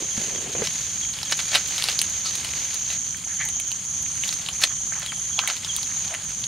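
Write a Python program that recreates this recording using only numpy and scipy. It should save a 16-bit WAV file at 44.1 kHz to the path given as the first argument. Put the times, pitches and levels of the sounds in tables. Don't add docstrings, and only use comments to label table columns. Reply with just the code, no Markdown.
import sys
import numpy as np
from scipy import signal
from scipy.io import wavfile

SR = 44100
rng = np.random.default_rng(int(sys.argv[2]) if len(sys.argv) > 2 else 0)


def unload_audio(sound):
    columns = np.transpose(np.atleast_2d(sound))
    steps = np.round(np.clip(columns, -1, 1) * 32767)
    wavfile.write(sys.argv[1], SR, steps.astype(np.int16))


N = 285327
T = np.arange(N) / SR
MILLISECOND = SR / 1000
ANTIPHASE = np.array([[1], [-1]])


def from_db(db):
    return 10 ** (np.asarray(db) / 20)


def rms_one(x):
    return x / np.sqrt(np.mean(x ** 2) + 1e-20)


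def in_time(rows):
    return np.interp(T, *np.transpose(rows))


def at_hz(points, hz):
    frequencies, values = np.transpose(points)
    return np.interp(np.log(hz), np.log(frequencies), values)


def band(x, hz, octaves, order=2):
    edges = np.clip([hz * 2 ** (-octaves / 2), hz * 2 ** (octaves / 2)], 10, .48 * SR)
    return signal.sosfilt(signal.butter(order, edges, "band", fs=SR, output="sos"), x + 1e-18)


def white():
    return rng.standard_normal(N)


def drift(per_s):
    knots = rng.standard_normal(2000)
    return rms_one(np.interp(T * per_s, np.arange(len(knots)), knots))


def grains(per_s, size_db):
    sizes = from_db(size_db * np.minimum(rng.exponential(1, N), 5)) * rng.choice([-1, 1], N)
    return sizes * (rng.random(N) < per_s / SR)


def swell_at(s, rise, fall):
    return np.exp(-np.minimum(np.maximum((s - T) / rise, (T - s) / fall), 20))


def add(out, s, sound):
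    i = max(round(s * SR), 0)
    out[..., i:i + sound.shape[-1]] += sound[..., :max(N - i, 0)]


def spread(pair, alike):
    alike = np.clip(alike, 0, 1)
    return np.sqrt((1 + alike) / 2) * pair[0] + np.sqrt((1 - alike) / 2) * pair[1] * ANTIPHASE


def pan(db):
    return from_db([[db / 2], [-db / 2]])


def coloured(draw, spectrum, likeness):
    pairs = [[draw(), draw()] for _ in range(2)]
    centres = 20 * 2 ** np.arange(0, 10, .5)
    heard = centres[(centres > spectrum[0][0] / 1.3) & (centres < spectrum[-1][0] * 1.3)]
    out = 0
    for k, hz in enumerate(heard):
        excitation = spread(pairs[k % 2], at_hz(likeness, hz))
        out += from_db(at_hz(spectrum, hz)) * band(excitation, hz, 0.59)
    return rms_one(out)


def grove(x, t60, alike, count=160):
    delays, sizes = rng.uniform(.002, .25, (2, count)), rng.standard_normal((2, count))
    echoes = np.zeros((2, SR // 4 + 1))
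    for k in range(2):
        echoes[k, (delays[k] * SR).astype(int)] = sizes[k] * from_db(-60 * delays[k] / t60)
    echoes /= np.sqrt(np.sum(echoes ** 2, axis=1, keepdims=True))
    return signal.fftconvolve(np.atleast_2d(x), spread(echoes, alike), axes=1)[:, :N]


def far_insects():
    # f/Hz, spectrum level/dB
    spectrum = [(4000, -11), (5500, 10), (7500, -10), (9000, -2), (10500, -2), (13000, -11), (15500, -15)]
    return pan(1.8) * from_db(-50.5) * coloured(white, spectrum, likeness=[(6000, .098), (12000, .077)])


def flame_murmur():
    # f/Hz, spectrum level/dB
    spectrum = [(20, -34), (35, -13), (60, -2.5), (100, -1), (170, -2), (250, -11.5), (400, -21),
                (800, -21), (1600, -17.5), (3000, -39)]
    waver = from_db(-45 + drift(5.82))
    return waver * coloured(white, spectrum, likeness=[(60, .996), (150, 1.0), (300, 0.76)])


def phrases(last_end_s=6.8):
    # start t/s, level/dB, pause before the next/s
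    song = [(0, -27, 0.081), (.523, -28.5, .105), (1.248, -28.5, .055), (1.891, -26.5, .07),
            (2.501, -27, .065), (3.24, -27, 0.05), (3.85, -26.5, .1), (4.523, -27.5, .095),
            (5.126, -27.5, .09), (5.674, -28, .08), (6.23, -30.5, .08)]
    next_starts = [row[0] for row in song[1:]] + [last_end_s]
    return [(start, following - pause, db) for (start, db, pause), following in zip(song, next_starts)]


def chorus(voices, waver_db):
    out = 0
    for hz, width_hz, db in voices:
        song = band(rng.standard_normal((2, N)), hz, np.log2(1 + width_hz / hz), order=3)
        out += from_db(db + waver_db * drift(12)) * spread(rms_one(song), alike=0.59)
    return out


def choirs(join_s=0.065, fade_s=0.13):
    # f/Hz, bandwidth/Hz, level/dB
    distant = [(2316, 180, -62.5), (3180, 350, -48.5), (6570, 690, -35), (7100, 730, -43.5),
               (8880, 1760, -46)]
    neighbours = [(6263, 590, -36.5), (6710, 54, -37.5)]
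    in_step = sum(np.clip(np.minimum((T - start) / join_s, (end - T) / fade_s + 0.18), 0, 1)
                  for start, end, _ in phrases())
    steady = pan(-0.4) * chorus(distant, waver_db=1.54)
    return steady + pan(-0.5) * in_step * chorus(neighbours, waver_db=1.3)


def high_buzz(first_s=.15, every_s=.633, half_length_s=0.11):
    # f/Hz, level/dB
    sidebands = [(9530, -52), (9880, -41.5), (10240, -49), (10570, -48), (10920, -52), (11270, -60)]
    calls_s = np.arange(first_s, T[-1] + half_length_s, every_s)
    swell = sum(np.exp(-((T - s) / half_length_s) ** 2) for s in calls_s)
    lines = sum(from_db(db) * spread(rms_one(band(rng.standard_normal((2, N)), hz, 0.0066)), alike=0.38)
                for hz, db in sidebands)
    return from_db(-7.5) * swell * lines


def peeps(top_hz=3500, bottom_hz=2980, length_s=0.0427):
    # t/s, level/dB
    calls = [(0.102, -32), (0.345, -34), (1.013, -29), (1.256, -31.5), (5.018, -34), (5.073, -26.5),
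             (5.314, -33), (5.367, -26.5), (5.629, -32.5), (5.68, -24)]
    out, progress = np.zeros(N), np.arange(int(length_s * SR)) / (length_s * SR)
    hz = top_hz + (bottom_hz - top_hz) * progress
    peep = np.sin(np.pi * progress) ** 1.3 * np.sin(2 * np.pi * np.cumsum(hz) / SR)
    for s, db in calls:
        add(out, s, from_db(db) * peep)
    return from_db(-2) * out + from_db(-6.5) * grove(out, t60=.6, alike=.5)


def handling(ring_cycles=1.9, body_hz=420, click_db=-11, click_s=0.011, size=4096):
    # t/s, level/dB, f/Hz
    impacts = [(0.023, -26.5, 358), (.178, -21.5, 218), (0.348, -33, 400), (0.373, -40, 300),
               (.443, -31, 416), (0.495, -28, 407), (0.551, -20, 495), (0.597, -33, 223), (0.62, -17, 454)]
    # t/s, level/dB
    friction = [(0, -38.5), (.15, -54), (.2, -42.5), (.35, -37.5), (.52, -41.5), (.63, -31), (.7, -77),
                (1.0, -72)]
    # f/Hz, spectrum level/dB
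    spectrum = [(80, -37), (130, 3), (205, -5.5), (290, -3.5), (410, -4), (550, -5.5), (1200, -19),
                (2500, -12.5)]
    bumps, t = np.zeros((2, N)), np.arange(size) / SR
    for s, db, hz in impacts:
        thud = np.sin(2 * np.pi * hz * t) * np.exp(-t * hz / ring_cycles)
        noise = rms_one(band(rng.standard_normal((2, size)), hz=920, octaves=3.7))
        click = spread(noise, alike=0.62) * np.exp(-t / click_s)
        add(bumps, s, from_db(db) * (thud + from_db(click_db) * click))
    rub = coloured(lambda: grains(per_s=260, size_db=2.8), spectrum, likeness=[(200, 1.0), (1200, 0.67)])
    rocking = from_db(-12) * rms_one(band(white(), body_hz, 0.071)) * ANTIPHASE
    return bumps + from_db(in_time(friction)) * (rub + rocking)


def near_cricket(top_hz=6930, bottom_hz=5700, stroke_s=0.01202, strokes_per_s=35.1, fade_out_s=0.066):
    echo_count, echo_gap_s, echo_t60 = 14, .005, 0.36
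    out, progress = np.zeros((2, N)), np.arange(int(stroke_s * SR)) / (stroke_s * SR)
    sweep_hz = top_hz + (bottom_hz - top_hz) * progress ** 1.25
    envelope = signal.windows.tukey(len(progress), .5)
    for start, end, db in phrases():
        strokes = np.arange(start, end, 1 / strokes_per_s)
        for s, (detune, late) in zip(strokes, rng.standard_normal((40, 2))):
            hz = sweep_hz * (1 + .004 * detune)
            whistle = envelope * np.exp(2j * np.pi * np.cumsum(hz) / SR)
            whistle *= from_db(db) * min(1, (end - s) / fade_out_s)
            add(out, s + .0002 * late, from_db(-2.0) * whistle.real)
            delays = (np.arange(echo_count) + rng.random(echo_count)) * echo_gap_s
            for delay, bearing in zip(delays, rng.standard_normal(echo_count)):
                echo = (whistle * np.exp(.7j * bearing * ANTIPHASE)).real
                add(out, s + delay, from_db(-3.0 - 60 * delay / echo_t60) * echo)
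    return pan(-4.0) * out


def crackle():
    # t/s, level/dB
    blaze = [(0.0, -38.5), (0.63, -39.5), (0.76, -35), (1.08, -39.5), (1.44, -36.5), (1.58, -39),
             (1.77, -32.5), (1.91, -32), (2.09, -36.5), (2.29, -37.5), (2.47, -34), (2.58, -34),
             (2.7, -36.5), (3.03, -44.5), (3.98, -44), (4.42, -38.5), (4.81, -44), (5.35, -42.5),
             (5.55, -40), (5.98, -39.5), (6.2, -43), (6.47, -43)]
    # f/Hz, spectrum level/dB
    spectrum = [(300, -5), (600, -3), (1200, -2), (2200, 2), (4000, 5.5), (5500, 3.5), (8000, -4),
                (11000, -10.5), (15000, -41)]
    # f/Hz, correlation
    likeness = [(500, 0.81), (2000, 1), (5000, 0.87), (8000, 0), (13000, 0.6)]
    blaze_db = in_time(blaze)
    per_s = 2200 * from_db(blaze_db - blaze_db.mean())
    fine = coloured(lambda: grains(per_s, size_db=3.0) / np.sqrt(per_s), spectrum, likeness)
    clumps = from_db(.9 * drift(30) + 1.9 * drift(220))
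    pips = sum(from_db(db) * rms_one(band(grains(per_s=30, size_db=3.5), hz, 0.37, order=1))
               for hz, db in [(2300, -12), (4200, -12.5), (9000, -17)])
    return from_db(blaze_db) * (clumps * fine + pips)


def stirred_sticks():
    # t/s, level/dB
    stirring = [(0, -93), (4.3, -62.5), (4.8, -58.5), (5.0, -49.5), (5.25, -55.5), (5.45, -48.5),
                (5.7, -54.5), (6.1, -57.5), (6.47, -71)]
    ticks = sum(rms_one(band(grains(per_s=10, size_db=4.0), hz, 0.47)) for hz in [784, 1140, 1530, 2060])
    return from_db(in_time(stirring)) * ticks


def scrapes(rasp_octaves=1.6, rasp_db=-5.5, rise_share=0.23):
    # peak t/s, level/dB, ring f/Hz, bandwidth/octaves, decay time/s
    slides = [(2.255, -39.5, 1213, 0.33, .03), (2.26, -27, 4300, .45, 0.031),
              (3.29, -43.5, 1820, 0.5, 0.059), (3.406, -30, 1950, 0.41, 0.035),
              (3.44, -46.5, 850, .3, 0.047), (4.707, -39, 1310, .8, 0.013), (4.958, -40, 1430, 1.3, 0.032),
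              (5.3918, -22.5, 1030, .5, 0.0026), (5.421, -36, 1310, 0.79, .04), (6.121, -39, 686, .2, 0.02)]
    out, slips = 0, grains(per_s=5000, size_db=2.0) * from_db(2.5 * drift(300))
    for s, db, hz, octaves, fall in slides:
        ring = rms_one(band(slips, hz, octaves))
        rasp = from_db(rasp_db) * rms_one(band(slips, hz, rasp_octaves))
        out += from_db(db) * swell_at(s, rise_share * fall, fall) * (ring + rasp)
    return out


def crunches(leaf_octaves=2.35, stick_hz=850, stick_db=-16):
    # peak t/s, level/dB, centre f/Hz, rise and decay time/s
    crushes = [(.24, -33.5, 3100, 0.051), (.652, -25.5, 3200, 0.02), (1.323, -24.5, 2370, 0.013),
               (1.4, -25, 2780, 0.01), (1.551, -17.5, 2580, 0.026), (1.81, -27.5, 3170, 0.066),
               (1.891, -20, 2800, 0.0067), (2.926, -27.5, 2880, 0.024), (4.28, -31.5, 3660, 0.044),
               (4.635, -22, 2920, 0.017), (5.04, -31.5, 2300, 0.026), (5.503, -19.5, 2270, 0.0096),
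               (6.11, -38, 1620, 0.079)]
    fractures = grains(per_s=5300, size_db=2.0) * from_db(4.3 * drift(300))
    sticks = from_db(stick_db) * rms_one(band(fractures, stick_hz, 1.0))
    out = 0
    for s, db, hz, length in crushes:
        leaves = rms_one(band(fractures, hz, leaf_octaves))
        out += from_db(db) * swell_at(s, length, length) * (leaves + sticks)
    return out


def fibre_ticks(tick_hz=9000, tick_octaves=0.54, tear=.3, decay_s=.0008, size=1024):
    # t/s, level/dB (energy as rms over 1 ms)
    breaks = [(1.6766, -27), (3.1712, -30), (3.452, -23), (4.0265, -28.5), (4.3355, -29), (4.616, -26),
              (4.9954, -27.5)]
    out, t = np.zeros((2, N)), np.arange(size) / SR
    for s, db in breaks:
        burst = tear * spread(rng.standard_normal((2, size)), alike=0.37) * np.exp(-t / decay_s)
        burst[:, 0] += 1
        tick = rms_one(band(burst, tick_hz, tick_octaves, order=1))
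        add(out, s, from_db(db) * tick * np.sqrt(MILLISECOND / size))
    return out


def snaps(tear=0.34, ring_octaves=0.78, knock_hz=1050, crack_hz=9200, scatter=0.46, size=2048):
    # t/s, ring level/dB, ring f/Hz, tearing time/s, crack level/dB
    breaks = [(.672, -14, 4100, .002, -31), (1.188, -23, 3200, .0008, -32), (1.2298, -16, 4670, .003, -28),
              (1.3123, -23, 3080, 0.0018, -21), (1.3303, -17, 2790, 0.0012, -36),
              (1.3911, -15.5, 3180, 0.0031, -31), (1.5422, -10.5, 3200, 0.0034, -24),
              (1.554, -4, 3130, .005, -17), (1.7808, -16, 3920, 0.001, -22.5),
              (1.8232, -12, 3250, 0.0011, -24), (1.84, -11, 4300, 0.0016, -15.5),
              (1.8864, -9.5, 4060, 0.0028, -22), (1.991, -8, 5100, 0.00022, -16),
              (2.0163, -11.5, 3380, 0.00084, -9), (2.3535, -26, 4000, 0.0032, -21.5),
              (2.446, -20.5, 3600, .004, -22.5), (2.7434, -22, 4730, 0.00099, -20),
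              (2.902, -19, 3100, .0016, -37), (3.1458, -26, 1830, .002, -46),
              (3.488, -23.5, 3320, 0.0022, -21), (3.5994, -20.5, 2900, 0.0017, -18),
              (3.7167, -18.5, 3580, 0.0012, -23.5), (4.2367, -14.5, 2710, 0.00084, -29),
              (4.2815, -20.5, 3900, 0.00055, -26), (4.291, -13.5, 4060, .0008, -30),
              (4.3267, -19, 4900, 0.0028, -34), (4.463, -19.5, 3970, .0007, -33),
              (4.4869, -14, 3170, 0.0034, -24), (4.6368, -5, 3498, 0.0018, -16),
              (4.9228, -22.5, 1480, .002, -46), (5.0619, -19.5, 3200, 0.0014, -25),
              (5.1211, -21, 1870, 0.0015, -40), (5.3908, -6, 3270, .0012, -23),
              (5.4749, -12, 2630, 0.0023, -15), (5.5666, -22.5, 3450, .0014, -29),
              (5.6476, -17, 4200, .0008, -33), (5.7643, -20, 4040, 0.0009, -14),
              (5.8307, -18, 5300, .0007, -24.5), (6.1412, -19.5, 2120, .001, -27),
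              (6.44, -19, 3760, 0.00064, -44)]
    usual_tear_s = 0.0021
    out, t = np.zeros((2, N)), np.arange(size) / SR
    for s, ring_db, ring_hz, tear_s, crack_db in breaks:
        knock_db = ring_db - 14 + 3 * np.log2(tear_s / usual_tear_s)
        burst, aside = tear * rng.standard_normal((2, size)) * np.exp(-t / tear_s)
        burst[0] += 1
        crack = pan(1.0) * band(burst + scatter * aside * ANTIPHASE, crack_hz, octaves=0.26, order=1)
        knock = band(burst, knock_hz, octaves=0.98)
        ring = band(burst, ring_hz, ring_octaves)
        parts = [(knock, knock_db), (ring, ring_db), (crack, crack_db)]
        snap = sum(from_db(db) * rms_one(part) for part, db in parts)
        add(out, s, snap * np.sqrt(MILLISECOND / size))
    return from_db(-1.63) * out


def scene():
    wood = snaps() + fibre_ticks() + crunches() + scrapes()
    direct = pan(-0.77) * (wood + crackle() + stirred_sticks())
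    fire = direct + from_db(-8.5) * grove(wood, t60=0.041, alike=0.85) + flame_murmur()
    return fire + far_insects() + handling() + near_cricket() + choirs() + peeps() + high_buzz()


def record(dry):
    low_pass = signal.ellip(10, .1, 80, 15700, fs=SR, output="sos")
    return signal.sosfilt(low_pass, np.clip(dry, -1, 1))


dry = scene()
out = record(dry)
unload_audio(out)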